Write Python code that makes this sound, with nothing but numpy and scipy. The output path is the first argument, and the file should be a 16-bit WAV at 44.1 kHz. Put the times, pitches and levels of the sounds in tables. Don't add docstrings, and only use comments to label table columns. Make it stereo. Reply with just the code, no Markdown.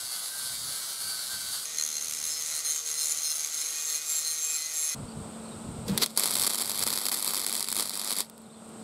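import sys
import numpy as np
from scipy import signal
from scipy.fft import rfft, irfft
from scipy.io import wavfile
from scipy.ndimage import uniform_filter1d

SR = 44100
rng = np.random.default_rng(int(sys.argv[2]) if len(sys.argv) > 2 else 0)


def ratio(d):
    e = np.asarray(d, float) / 20
    return 10 ** e


def to_wav(s):
    ch = np.atleast_2d(s).T
    pcm = np.round(np.clip(ch, -1, 1) * 32767)
    wavfile.write(sys.argv[1], SR, pcm.astype(np.int16))


N = 389403
T = np.arange(N) / SR

SCENE_CHANGES = (1.65, 4.948)

# (time [s], shaft speed [Hz])
CUT_SHAFT = [(0.04, 126.7), (0.2, 123.6), (0.36, 131.8), (0.54, 126.6), (0.92, 133.6), (1.16, 126.6),
             (1.32, 130.8), (1.48, 126.5), (1.58, 123.5)]
# (time [s], length [s], whine boost [dB])
CUT_BITES = [
    (.15, 0.12, 9),
    (.38, 0.26, 8),
    (.65, 0.17, 9.5),
    (.9, 0.51, 4),
    (1.11, 0.23, 6),
    (1.33, 0.097, 11),
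    (1.54, 0.25, 10),
]
# (frequency [Hz], level [dB per Hz])
CUT_RASP = [(88, -50), (150, -19), (432, -17), (615, -12), (928, -12.5), (1540, -5), (1770, -16),
            (2200, -12.5), (2470, -18.5), (2950, -10.5), (4530, 0), (5520, -6.5), (11200, -5.5),
            (15300, -17), (16200, -17)]
# (frequency [Hz], width [Hz], level [dB])
CUT_RINGS = [(4620, 64, -15), (8160, 340, -14), (8900, 130, -12), (9930, 60, -12), (10880, 45, -14)]
# (shaft multiple [1], level over the whine [dB])
CUT_WHINE = [(11, -10), (12, 0), (33, -9), (35, 0), (36, -3.5)]
# (time [s], length [s], level [dB])
BAR_SQUEAKS = [
    (.55, .1, -57),
    (1.07, .2, -58),
    (1.22, .08, -60),
    (1.42, .2, -58),
]

CALM_WIND = (-70, -91, -70)
# (time [s], length [s], level [dB])
GUSTS = [(0.035, 0.17, -66), (0.572, 0.52, -57), (1.106, 0.3, -64), (1.402, 0.36, -56), (1.897, 0.9, -73),
         (1.796, 0.16, -66), (2.255, 0.59, -65.5), (2.59, 0.73, -75), (3.097, 1.3, -73), (4.184, 0.11, -70),
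         (4.33, 0.092, -68), (4.602, 0.73, -81), (4.98, .07, -43), (5.03, .16, -40), (5.222, 0.24, -40.5),
         (5.42, 0.35, -59), (5.69, 0.52, -42), (5.905, 0.34, -43), (6.376, 0.24, -48.5), (6.84, 0.4, -53),
         (6.66, .15, -56), (7.3, .6, -71), (7.746, 0.67, -65)]
# (frequency [Hz], level [dB per Hz])
WIND_COLOUR = [(12, -37), (20, -23), (59, -4.5), (129, 0), (187, -4.5), (245, -6.5), (386, -21), (600, -28),
               (780, -69), (1320, -120)]

# (time [s], shaft speed [Hz])
GRIND_SHAFT = [(1.75, 154.5), (2.05, 153.8), (2.35, 153.2), (2.5, 154.8), (3.25, 153.9), (3.7, 154.1),
               (3.85, 154.8), (4.3, 155.4), (4.8, 156.1)]
# (time [s], pressure [dB], hop [0-1])
PRESS = [
    (1.65, -34, 0.2),
    (1.69, -46, 0.5),
    (1.79, -35.5, 1),
    (2.3, -34, 0.73),
    (2.48, -34, 0.35),
    (3.4, -33, 0.58),
    (3.75, -33.5, 0.05),
    (4.3, -35.5, 0),
    (4.95, -34.5, 0),
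]
# (time [s], length [s], change [dB])
LIFTS = [(2.83, 0.079, -6.5), (3.15, 0.055, -4), (3.5, .08, -3), (3.84, 0.088, -1.5), (4.02, 0.063, -2),
         (4.2, 0.081, 1), (4, 0.047, -6), (4.66, 0.072, -0.5), (2.63, 0.051, -6.5), (2.45, .04, -2),
         (1.657, .012, 1), (2, 0.027, -3)]
# (frequency [Hz], width [Hz], level [dB])
BRACKET_RINGS = [
    [(6448, 150, -0.5), (6407, 27, -15), (5500, 33, -17), (4200, 45, -13)],
    [(6370, 92, -17)],
    [(7410, 74, -6.5), (11050, 86, -14), (10300, 370, -8), (13000, 170, -16)],
    [(9100, 110, 4.5), (12100, 100, -5), (12900, 160, -13)],
    [(4200, 45, -3)],
    [(7080, 180, -1), (8100, 250, -3)],
    [(2320, 93, -6.5)],
    [(10050, 190, 3), (13050, 200, -16), (11050, 100, -13)],
]
# (frequency [Hz], level [dB])
BRACKET_SQUEALS = [
    [(6470, -8)],
    [(5233, -2)],
    [(7460, -1.5)],
    [(8945, 4.5)],
    [(4180, 5)],
    [(6955, -6)],
    [],
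    [],
]
SQUEAL_THROB = [0.63, 0.18, 0.68, 0.25, 0.22, 0.56, .5, .5]
DRIVE_REST = [-0.5, -27, -13, -13, -17, -16, -30, -13]
# (time [s], length [s], lip boost [dB], edge boost [dB], hub boost [dB])
TIP_STROKES = [(1.8, .14, -3, -1, 7.5), (1.96, .16, 7, -12, 10), (2.13, 0.18, 0, 2.5, -1),
               (2.35, 0.25, 28.5, 1, 6.5), (2.68, 0.12, 23, 9.5, 9.5), (3.01, 0.14, 25, 9, 8.5),
               (3.28, .17, 30, 8, 11), (3.6, 0.18, 21, 3.5, 6), (3.95, 0.19, 12, 4, 7),
               (4.3, 0.14, 0, 10, 10.5), (4.83, 0.19, 0, 4, -1), (2.57, .09, 0, 8, 5), (2.9, .08, 0, -1, 7),
               (4.5, .14, 0, 0, 1), (3.36, 0.09, 2, 4.5, 0)]
# (time [s], length [s], web boost [dB], rim boost [dB])
VICE_STROKES = [(1.8, .12, 0, 5), (2.3, .15, 11, 12), (2.51, 0.23, 3, 14), (2.74, 0.18, 7, 15.5),
                (2.91, 0.089, 9, -2), (3.08, 0.23, 1, 14.5), (3.55, .3, 7, 6), (3.9, 0.4, 11, 8),
                (4.14, 0.25, 20, 9), (4.3, 0.16, 11.5, 3), (4.5, 0.41, 16.5, 4), (4.8, 0.25, 16, 8),
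                (4.92, .12, 9, 0)]
# (time [s], length [s], face boost [dB])
FACE_STROKES = [(1.9, .2, 4), (2.25, .15, 4), (2.54, .16, 8), (2.71, .16, 7), (2.93, .1, 5), (3.1, .26, 8),
                (3.32, .22, 8), (3.6, .2, 5), (3.95, .16, 6), (4.16, .16, 7), (4.32, .1, 3), (4.5, .16, 6),
                (4.87, .24, 8)]
# (frequency [Hz], level [dB per Hz])
GRIND_AIR = [(88, -36), (150, -29), (260, -24), (390, -24), (520, -20), (860, -19), (980, -24), (1100, -16),
             (1350, -13.5), (1740, -19), (1990, -14), (2830, -16.5), (4190, -8), (4900, -10.5), (6450, -6),
             (6980, -8.5), (12300, -15.5), (15300, -29), (16200, -71)]
# (shaft multiple [1], level [dB])
MOTOR = [(1.0, -74), (2.0, -72), (3.0, -62), (4.0, -69), (7.5, -67), (12.0, -60)]
# (shaft multiple [1], level at rest [dB])
GEAR = [(13, -61), (16, -59)]
# (time [s], length [s], first tone boost [dB], second tone boost [dB])
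GEAR_LOAD = [
    (2.95, .12, 8, 0),
    (3.15, .2, 5, 0),
    (3.95, .28, 8, 3),
    (3.8, .2, 0, 10),
    (4.13, .18, 0, 9),
    (4.5, .25, 0, 11),
    (4.64, 0.27, 14, 5),
    (4.8, .32, 0, 8),
    (4.92, .1, 13, 9),
]
# (time [s], length [s], level [dB])
EARLY_HUM = [
    (2.05, .9, -62),
]

# (frequency [Hz], level [dB])
FAN = [(223, -43), (447, -55.5)]
# (frequency [Hz], level [dB per Hz])
YARD_COLOUR = [(180, -32), (300, -7), (447, -3), (565, -2.5), (856, -5.5), (1410, -10), (1750, -23),
               (4020, -18), (6410, -26), (8360, -7), (9880, -24.5), (14700, -37), (16000, -50)]
# (time [s], length [s], start pitch [Hz], end pitch [Hz], level [dB])
BIRDS = [
    (5.07, 0.068, 4550, 4690, -53),
    (5.1, .04, 4500, 3950, -64),
    (5.44, 0.079, 4440, 3830, -52),
    (5.499, 0.069, 3880, 3620, -53),
    (8.43, 0.045, 4530, 3440, -51),
    (8.495, 0.026, 3560, 3830, -46),
    (8.53, 0.091, 3540, 3600, -54),
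    (8.52, 0.058, 4150, 4123, -55),
]
# (time [s], gain [dB])
YARD_GAIN = [
    (4.95, 0.5),
    (5.85, 1),
    (5.96, 3),
    (6.0, -0.5),
    (6.2, -8.5),
    (8.2, -11.5),
    (8.27, -8.5),
    (8.5, -7),
    (8.83, -1),
]

# (time [s], rise [s], hold [s], T60 [s], frequency [Hz], level [dB])
CASE_BOOM = [
    (5.885, 0.013, 0.035, 0.037, 195, -23.5),
    (5.885, 0.03, .01, 0.26, 150, -32),
    (5.88, 0.0064, .002, 0.216, 480, -35),
]
# (time [s], rise [s], fall per 10 dB [s], sputter level [dB])
STRIKE = [
    (5.872, .008, .004, -49),
    (5.883, .003, .009, -34),
    (5.89, .005, 0.36, -49),
    (5.98, .0015, .004, -24),
    (6.021, 0.013, .02, -31),
    (6.034, 0.011, .009, -24.5),
    (6.076, .006, .004, -51),
    (6.1, 0.027, 0.5, -61),
    (6.164, .002, 0.06, -42),
]
# (time [s], sputter level [dB], 9.5-12 kHz glare over it [dB])
ARC = [
    (6.16, -49, -8),
    (6.172, -46, -6),
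    (6.18, -33, -1),
    (6.31, -35, -2),
    (6.9, -35, 0.5),
    (7.3, -34.5, 1),
    (7.65, -37.5, -5),
    (8.0, -38.5, -3),
    (8.21, -33.5, -3),
    (8.26, -57, -2.5),
]
# (time [s], length [s], change [dB])
ARC_SURGES = [(6.43, 0.12, 3.5), (6.61, 0.032, 3.5), (6.65, 0.098, -4), (6.81, .08, 1.5),
              (6.86, 0.026, 1.5), (7.67, 0.034, -5.5), (7.8, 0.12, 4.5), (8.11, 0.07, 2), (6.472, .02, 7),
              (6.485, .014, -5), (6.295, .02, -3), (6.57, .02, -5), (6.855, .02, -5), (6.915, .02, -2),
              (6.93, .03, 4), (7.11, .014, -6), (7.135, .05, 2.5), (7.235, 0.016, -3), (7.215, .03, -3.5),
              (7.455, .018, -5), (7.93, 0.055, -2)]
# (frequency [Hz], level [dB per Hz])
ARC_COLOUR = [(120, -36.5), (200, -8.5), (715, -9), (1220, -6.5), (1700, -14.5), (2090, -9), (2650, -13.5),
              (2850, -18), (3150, -8.5), (4450, -1), (6310, -11.5), (8150, -2), (9480, -5), (10600, -0.5),
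              (12500, -22), (15000, -19), (16500, -32)]
# (frequency [Hz], level [dB])
COLD_WIRE_COLOUR = [(1500, 0), (3200, 5), (5000, 2.5), (6300, 3), (8500, -4), (11000, -2), (13500, 1.5)]
# (time [s], peak level [dB])
TICKS = [
    (5.8812, -26),
    (6.1248, -39),
    (6.1729, -2),
    (8.2966, -24),
    (8.3776, -31),
    (8.4165, -38),
    (8.69, -40),
]
# (time [s], peak level [dB])
WIRE_TOUCHES = [
    (5.9753, -1.5),
    (5.9793, -18),
    (6.0156, -14),
    (6.0214, -8),
    (6.026, -9),
    (6.033, -8),
    (6.0361, -14),
    (6.041, -13),
    (6.0601, -8),
]
# (time [s], peak level [dB])
EARLY_POPS = [(6.1628, -20), (6.1735, 0.5), (6.1768, -9), (6.1949, -2), (6.2351, -7), (6.256, -2.5),
              (6.2624, -11), (6.2739, -10), (6.3073, -8.5), (6.314, -13), (6.3367, -9), (6.3418, -13),
              (6.3526, -6.5), (6.3665, -11), (6.3742, -11), (6.3957, -4.5), (6.4112, -9), (6.4178, -8),
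              (6.425, -7), (6.435, -6), (6.4455, -11), (6.4642, -7.5), (6.4682, -8), (6.4729, -6),
              (6.4948, -13), (6.4986, -10), (6.5333, -12), (6.545, -7), (6.5547, -10), (6.5796, -10),
              (6.613, -9), (6.6195, -7), (6.6351, -17), (6.6563, -12), (6.665, -15), (6.6945, -8.5),
              (6.715, -10), (6.744, -17), (6.7748, -12), (6.7915, -9), (6.8251, -6), (6.8352, -4.5),
              (6.8656, -6), (6.8735, -8), (6.9026, -8), (6.9267, -10), (6.936, -7), (6.9565, -9),
              (6.9741, -6.5), (6.9853, -11), (7.0536, -8), (7.0639, -7), (7.084, -6), (7.093, -12),
              (7.1161, -8), (7.1417, -8), (7.1456, -11), (7.1715, -13), (7.1775, -15), (7.1866, -13)]
# (time [s], peak level [dB])
LATE_POPS = [(7.2249, -7), (7.2447, -6), (7.2605, -14), (7.2728, -15), (7.2759, -9.5), (7.2847, -15),
             (7.2909, -14), (7.306, -10), (7.3147, -14), (7.3342, -8), (7.3443, -8.5), (7.3547, -11),
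             (7.3661, -11), (7.3757, -10), (7.3944, -11), (7.3999, -10), (7.4145, -13), (7.4447, -14),
             (7.4638, -4.5), (7.4755, -13), (7.4835, -16), (7.4943, -10), (7.5253, -7), (7.5444, -13),
             (7.5513, -9), (7.564, -8), (7.5765, -12), (7.5944, -10), (7.6052, -6.5), (7.6255, -8),
             (7.643, -14), (7.6848, -8.5), (7.701, -14), (7.7152, -11), (7.725, -7), (7.7463, -16),
             (7.7544, -13), (7.7644, -7), (7.7746, -14), (7.7866, -13), (7.7947, -9), (7.8056, -6),
             (7.8245, -11), (7.856, -14), (7.873, -15), (7.8939, -10.5), (7.9416, -16), (7.9532, -14),
             (7.973, -14), (7.9944, -11), (8.045, -13), (8.0744, -14), (8.0957, -13), (8.1052, -7),
             (8.115, -10), (8.125, -7), (8.1323, -13), (8.1645, -11), (8.1844, -8), (8.2035, -3.5)]
# (frequency [Hz], level [dB per Hz])
FEED_COLOUR = [(150, -17), (300, 0.5), (600, -7), (1500, -14), (3200, -18), (5000, -31)]

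# (frequency [Hz], width [Hz])
GROUND_NOTCHES = [
    (2520, 100),
    (1727, 86),
]
# (frequency [Hz], side minus mid [dB])
SIDE_COLOUR = [(60, 2), (110, -7), (200, -27), (380, -8), (700, -8), (1290, -6.5), (2380, -10.5),
               (4400, -8), (8120, -12.5), (15000, -8)]


def level(x, db):
    return x * ratio(db) / np.sqrt(np.mean(x ** 2))


def noise():
    return rng.standard_normal(N)


def curves(table):
    s, *columns = np.transpose(table)
    return [np.interp(T, s, c) for c in columns]


def swells(table):
    out = np.zeros((len(table[0]) - 2, N))
    for s, length, *sizes in table:
        span = slice(max(int((s - length / 2) * SR), 0), int((s + length / 2) * SR))
        hump = 1.34 * np.cos(np.pi * (T[span] - s) / length) ** 2
        out[:, span] += np.outer(sizes, np.minimum(hump, 1))
    return out


def loudness_swells(table, trim_db=0):
    return swells([(s, length, ratio(db + trim_db)) for s, length, db in table])[0]


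def between(t0, t1):
    return np.clip(np.minimum(T - t0, t1 - T) / .001, 0, 1)


def walk(rate):
    k = int(SR / rate)
    held = np.repeat(rng.standard_normal(N // k + 1), k)
    return 1.02 * uniform_filter1d(uniform_filter1d(held, k), k)[:N]


def sine(turns, phase=0):
    return np.sin(2 * np.pi * turns + phase)


def butter(x, hz, kind, order=4):
    return signal.sosfilt(signal.butter(order, hz, kind, fs=SR, output="sos"), x)


def colour(x, points):
    hz, db = np.transpose(points)
    bins_hz = np.arange(1025) * SR / 2048
    cep = irfft(np.interp(np.log(bins_hz + 1), np.log(hz), db) * np.log(10) / 20)
    cep[1:1024] *= 2
    cep[1025:] = 0
    return signal.oaconvolve(x, irfft(np.exp(rfft(cep))))[:N]


def ring(x, hz, width):
    return level(signal.lfilter(*signal.iirpeak(hz, hz / width, fs=SR), x), 0)


def grit(turns, same, throb, skip_db):
    rims = rng.standard_normal((200, 300))
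    place = (turns % 1 * 300).astype(int)
    wear = turns / 14
    worn = wear.astype(int)
    fade = np.pi / 2 * (wear % 1)
    rim = np.cos(fade) * rims[worn, place] + np.sin(fade) * rims[worn + 1, place]
    bite = ratio(skip_db * np.clip(rng.standard_normal(2000), -2, 1.6))[turns.astype(int)]
    rough = same * rim + np.sqrt(1 - same ** 2) * noise()
    return rough * (1 + bite * throb * (1 - np.cos(2 * np.pi * turns)))


def cutting():
    bite_db = swells(CUT_BITES)[0]
    rasp_db, whine_db = -35 + 0.12 * bite_db, -58.5 + bite_db
    turns = np.cumsum(curves(CUT_SHAFT)[0] * (1 + .002 * walk(9))) / SR
    contact = grit(turns, same=0.74, throb=0.12, skip_db=4.5)
    contact = contact * (1 + 0.045 * np.cos(4 * np.pi * turns))

    bright = butter(level(contact, 0), 1200, "high")
    draught = butter(noise(), 1200, "low")
    rasp = level(colour(bright + draught, CUT_RASP), 0)
    for hz, width, db in CUT_RINGS:
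        rasp = rasp + level(ring(contact, hz, width) * ratio(4.2 * walk(6.44)), db)
    rasp = level(rasp, 0) * ratio(rasp_db + 1.3 * walk(25.05))

    whine = sum(ratio(db + 4.1 * walk(11.9)) * sine(k * turns, 0.96 * walk(50.1)) for k, db in CUT_WHINE)
    squeak = loudness_swells(BAR_SQUEAKS, 2.5) * sine(2290 * T, 2.5 * walk(30))
    return rasp + whine * ratio(whine_db) + squeak


def wind():
    gust = ratio(CALM_WIND)[np.searchsorted(SCENE_CHANGES, T)] + loudness_swells(GUSTS)

    def rumble(db):
        flurry = ratio(3.9 * np.clip(walk(25), -3, 1.3))
        return level(colour(noise() * flurry, WIND_COLOUR), db)

    mid, side = rumble(-1), rumble(9)
    pan = ratio(np.array([[0.8], [-0.8]]))
    return gust * (mid + side * np.array([[1], [-1]])) * pan


def bracket_steel(contact, turns, drives, boosts):
    swing = np.cos(2 * np.pi * turns)
    lock = ratio(-4 + 0.35 * np.minimum(boosts, 15))
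    steel = 0
    for drive, locking, rung, locked, throb in zip(drives, lock, BRACKET_RINGS, BRACKET_SQUEALS, SQUEAL_THROB):
        rings = sum(ratio(db) * ring(contact, hz, width) for hz, width, db in rung)
        rings = rings * ratio(1.6 * walk(9.9)) * (1 + 0.65 * swing)
        squeal = sum(ratio(db + 2.2 * walk(13)) * sine(hz * T, 1.8 * walk(35)) for hz, db in locked)
        steel = steel + drive * (rings + locking * squeal * (1 + throb * swing))
    return steel * ratio(0.65 * walk(160))


def grinder_motor(turns):
    motor = 0
    for k, db in MOTOR:
        fade_db = 1.2 * (k == 3) * (T - 2)
        motor = motor + ratio(db + 3.2 * walk(11) - fade_db) * sine(k * turns, 0.52 * walk(40))
    for (k, db), load_db in zip(GEAR, swells(GEAR_LOAD)):
        motor = motor + ratio(db + load_db + 2.5 * walk(11)) * sine(k * turns, 0.66 * walk(40))
    return motor


def grinding():
    turns = np.cumsum(curves(GRIND_SHAFT)[0]) / SR
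    press_db, hop = curves(PRESS)
    lip, edge, hub = swells(TIP_STROKES)
    web, rim = swells(VICE_STROKES)
    face = swells(FACE_STROKES)[0]
    flange = 0.17 * hub
    low_mode = 5.5 * (T - SCENE_CHANGES[0])
    boosts = np.array([flange, lip, web, edge, hub, rim, low_mode, face])
    drives = ratio(press_db + swells(LIFTS)[0] + np.array(DRIVE_REST)[:, None] + boosts)

    skip = ratio(6.9 * hop * np.clip(1 - lip / 30, 0, 1) * np.cos(np.pi * turns + 1.1 * walk(20)))
    contact = grit(turns, same=0.76, throb=0.9, skip_db=2.5)
    steel = bracket_steel(contact, turns, drives, boosts)

    half_turn_on = np.roll(level(contact, 0), int(SR / 310))
    bright = butter(half_turn_on, 1300, "high")
    draught = butter(noise(), 1300, "low")
    scrape = level(colour(bright + 0.84 * draught, GRIND_AIR), -6) * drives[0]
    air = level(colour(noise(), GRIND_AIR), -40) * ratio(1.4 * walk(12))
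    early_hum = loudness_swells(EARLY_HUM) * sine(FAN[0][0] * T, walk(9))
    return (ratio(-3) * steel + scrape) * skip + air + grinder_motor(turns) + early_hum


def yard():
    out = sum(ratio(db + 0.34 * walk(21)) * sine(hz * T, .5 * walk(6.7)) for hz, db in FAN)
    out = out + ratio(-48) * ring(noise(), 195, 65)
    out = out + level(colour(noise(), YARD_COLOUR), -46.5) * ratio(0.48 * walk(11))
    blur = .4 + 1.1 * walk(500)
    for s, length, hz0, hz1, db in BIRDS:
        u = np.clip((T - s) / length, 0, 1)
        chirp = sine(np.cumsum(hz0 + (hz1 - hz0) * u) / SR)
        out = out + ratio(db - 1.5) * blur * np.sin(np.pi * u) * chirp
    return out * ratio(curves(YARD_GAIN)[0])


MAINS_HZ = 100.0


def case_boom():
    boom = 0
    for s, rise, hold, t60, hz, db in CASE_BOOM:
        u = np.maximum(T - s, 0)
        decay = ratio(db - 60 * np.maximum(u - rise - hold, 0) / t60)
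        boom = boom + decay * np.minimum(u / rise, 1) ** 2 * sine(hz * u)
    return boom


def arc_spit(arc_db):
    flares = sum(ratio(db - 10 * np.maximum((s - T) / rise, (T - s) / fall)) for s, rise, fall, db in STRIKE)
    mains = 2 * np.pi * (MAINS_HZ * T - .63) + .5 * walk(70)
    beat = np.exp(0.5 * (T > 6.17) * (np.cos(mains) + 0.16 * np.sin(2 * mains)))
    sparks = (rng.random(N) < 700 / SR) * np.clip(noise(), -2.2, 2.2) ** 2
    spit = level(noise(), -5) + level(sparks - sparks.mean(), -8)
    spit = level(spit * beat * ratio(2.3 * walk(120)), 0)
    return spit * (ratio(arc_db + swells(ARC_SURGES)[0]) + flares)


def short_circuits():
    waves = (np.arange(618, 820) + .5) / MAINS_HZ
    odds = rng.random(len(waves))
    late, size = rng.standard_normal((2, len(waves)))
    short_db = -26 + 3 * np.minimum(size, .8) - 200 * np.maximum(odds - .45, 0)
    shorts = np.transpose([waves + .0012 * late, short_db])
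    pops = [*shorts, *TICKS, *WIRE_TOUCHES, *EARLY_POPS, *LATE_POPS]
    t = np.arange(400) / SR
    fizz_decay = 0.09 * np.exp(-t / 0.0008) + .055 * np.exp(-t / .0032)
    snap = np.zeros(N)
    for s, db in pops:
        i = int((s + .0015) * SR)
        burst = rng.standard_normal(400) * fizz_decay
        burst[:3] += (1, -.9, -.1)
        snap[i:i + 400] += ratio(db) * burst
    return snap


def welder():
    arc_db, glare_db = curves([(6.15, -90, -4), *ARC, (8.3, -75, 0)])
    spit, snap = arc_spit(arc_db), short_circuits()
    glare = butter(spit + 0.45 * snap, [9700, 11800], "band", order=2) * ratio(glare_db)
    crack = butter(snap, 11500, "high")
    unit = np.std(colour(noise(), ARC_COLOUR))
    arc = colour(ratio(2) * spit + ratio(2.8) * snap, ARC_COLOUR) / unit
    arc = arc + ratio(-1.5) * crack + ratio(8) * glare
    arc = np.where(T < 6.1, colour(arc, COLD_WIRE_COLOUR), arc)
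    feed = level(colour(noise(), FEED_COLOUR), -41.5) * between(5.885, 6.05)
    return arc + case_boom() + feed


def scene():
    a, b = SCENE_CHANGES
    cut, grind = (signal.lfilter(*signal.iirnotch(hz, hz / width, fs=SR), x)
                  for x, (hz, width) in zip((cutting(), grinding()), GROUND_NOTCHES))
    mid = cut * between(-1, a) + grind * between(a, b) + (welder() + yard()) * between(b, 10)
    scatter = rng.standard_normal(6000) * np.exp(-np.arange(6000) / SR / 0.016)
    reflected = signal.oaconvolve(mid, scatter / np.linalg.norm(scatter))[:N]
    side = colour(reflected, SIDE_COLOUR) - 0.035 * mid - 0.14 * np.diff(mid, prepend=0)
    return mid + ratio(-3) * side * np.array([[1], [-1]]) + wind()


def top_cut(x):
    return signal.sosfilt(signal.butter(12, 16640, fs=SR, output="sos"), x)


def record(dry):
    rounded = .62 * np.tanh(dry / .62)
    mix = signal.sosfilt(signal.ellip(8, .2, 40, 15650, fs=SR, output="sos"), rounded)
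    return top_cut(mix)


dry = scene()
out = record(dry)
to_wav(out)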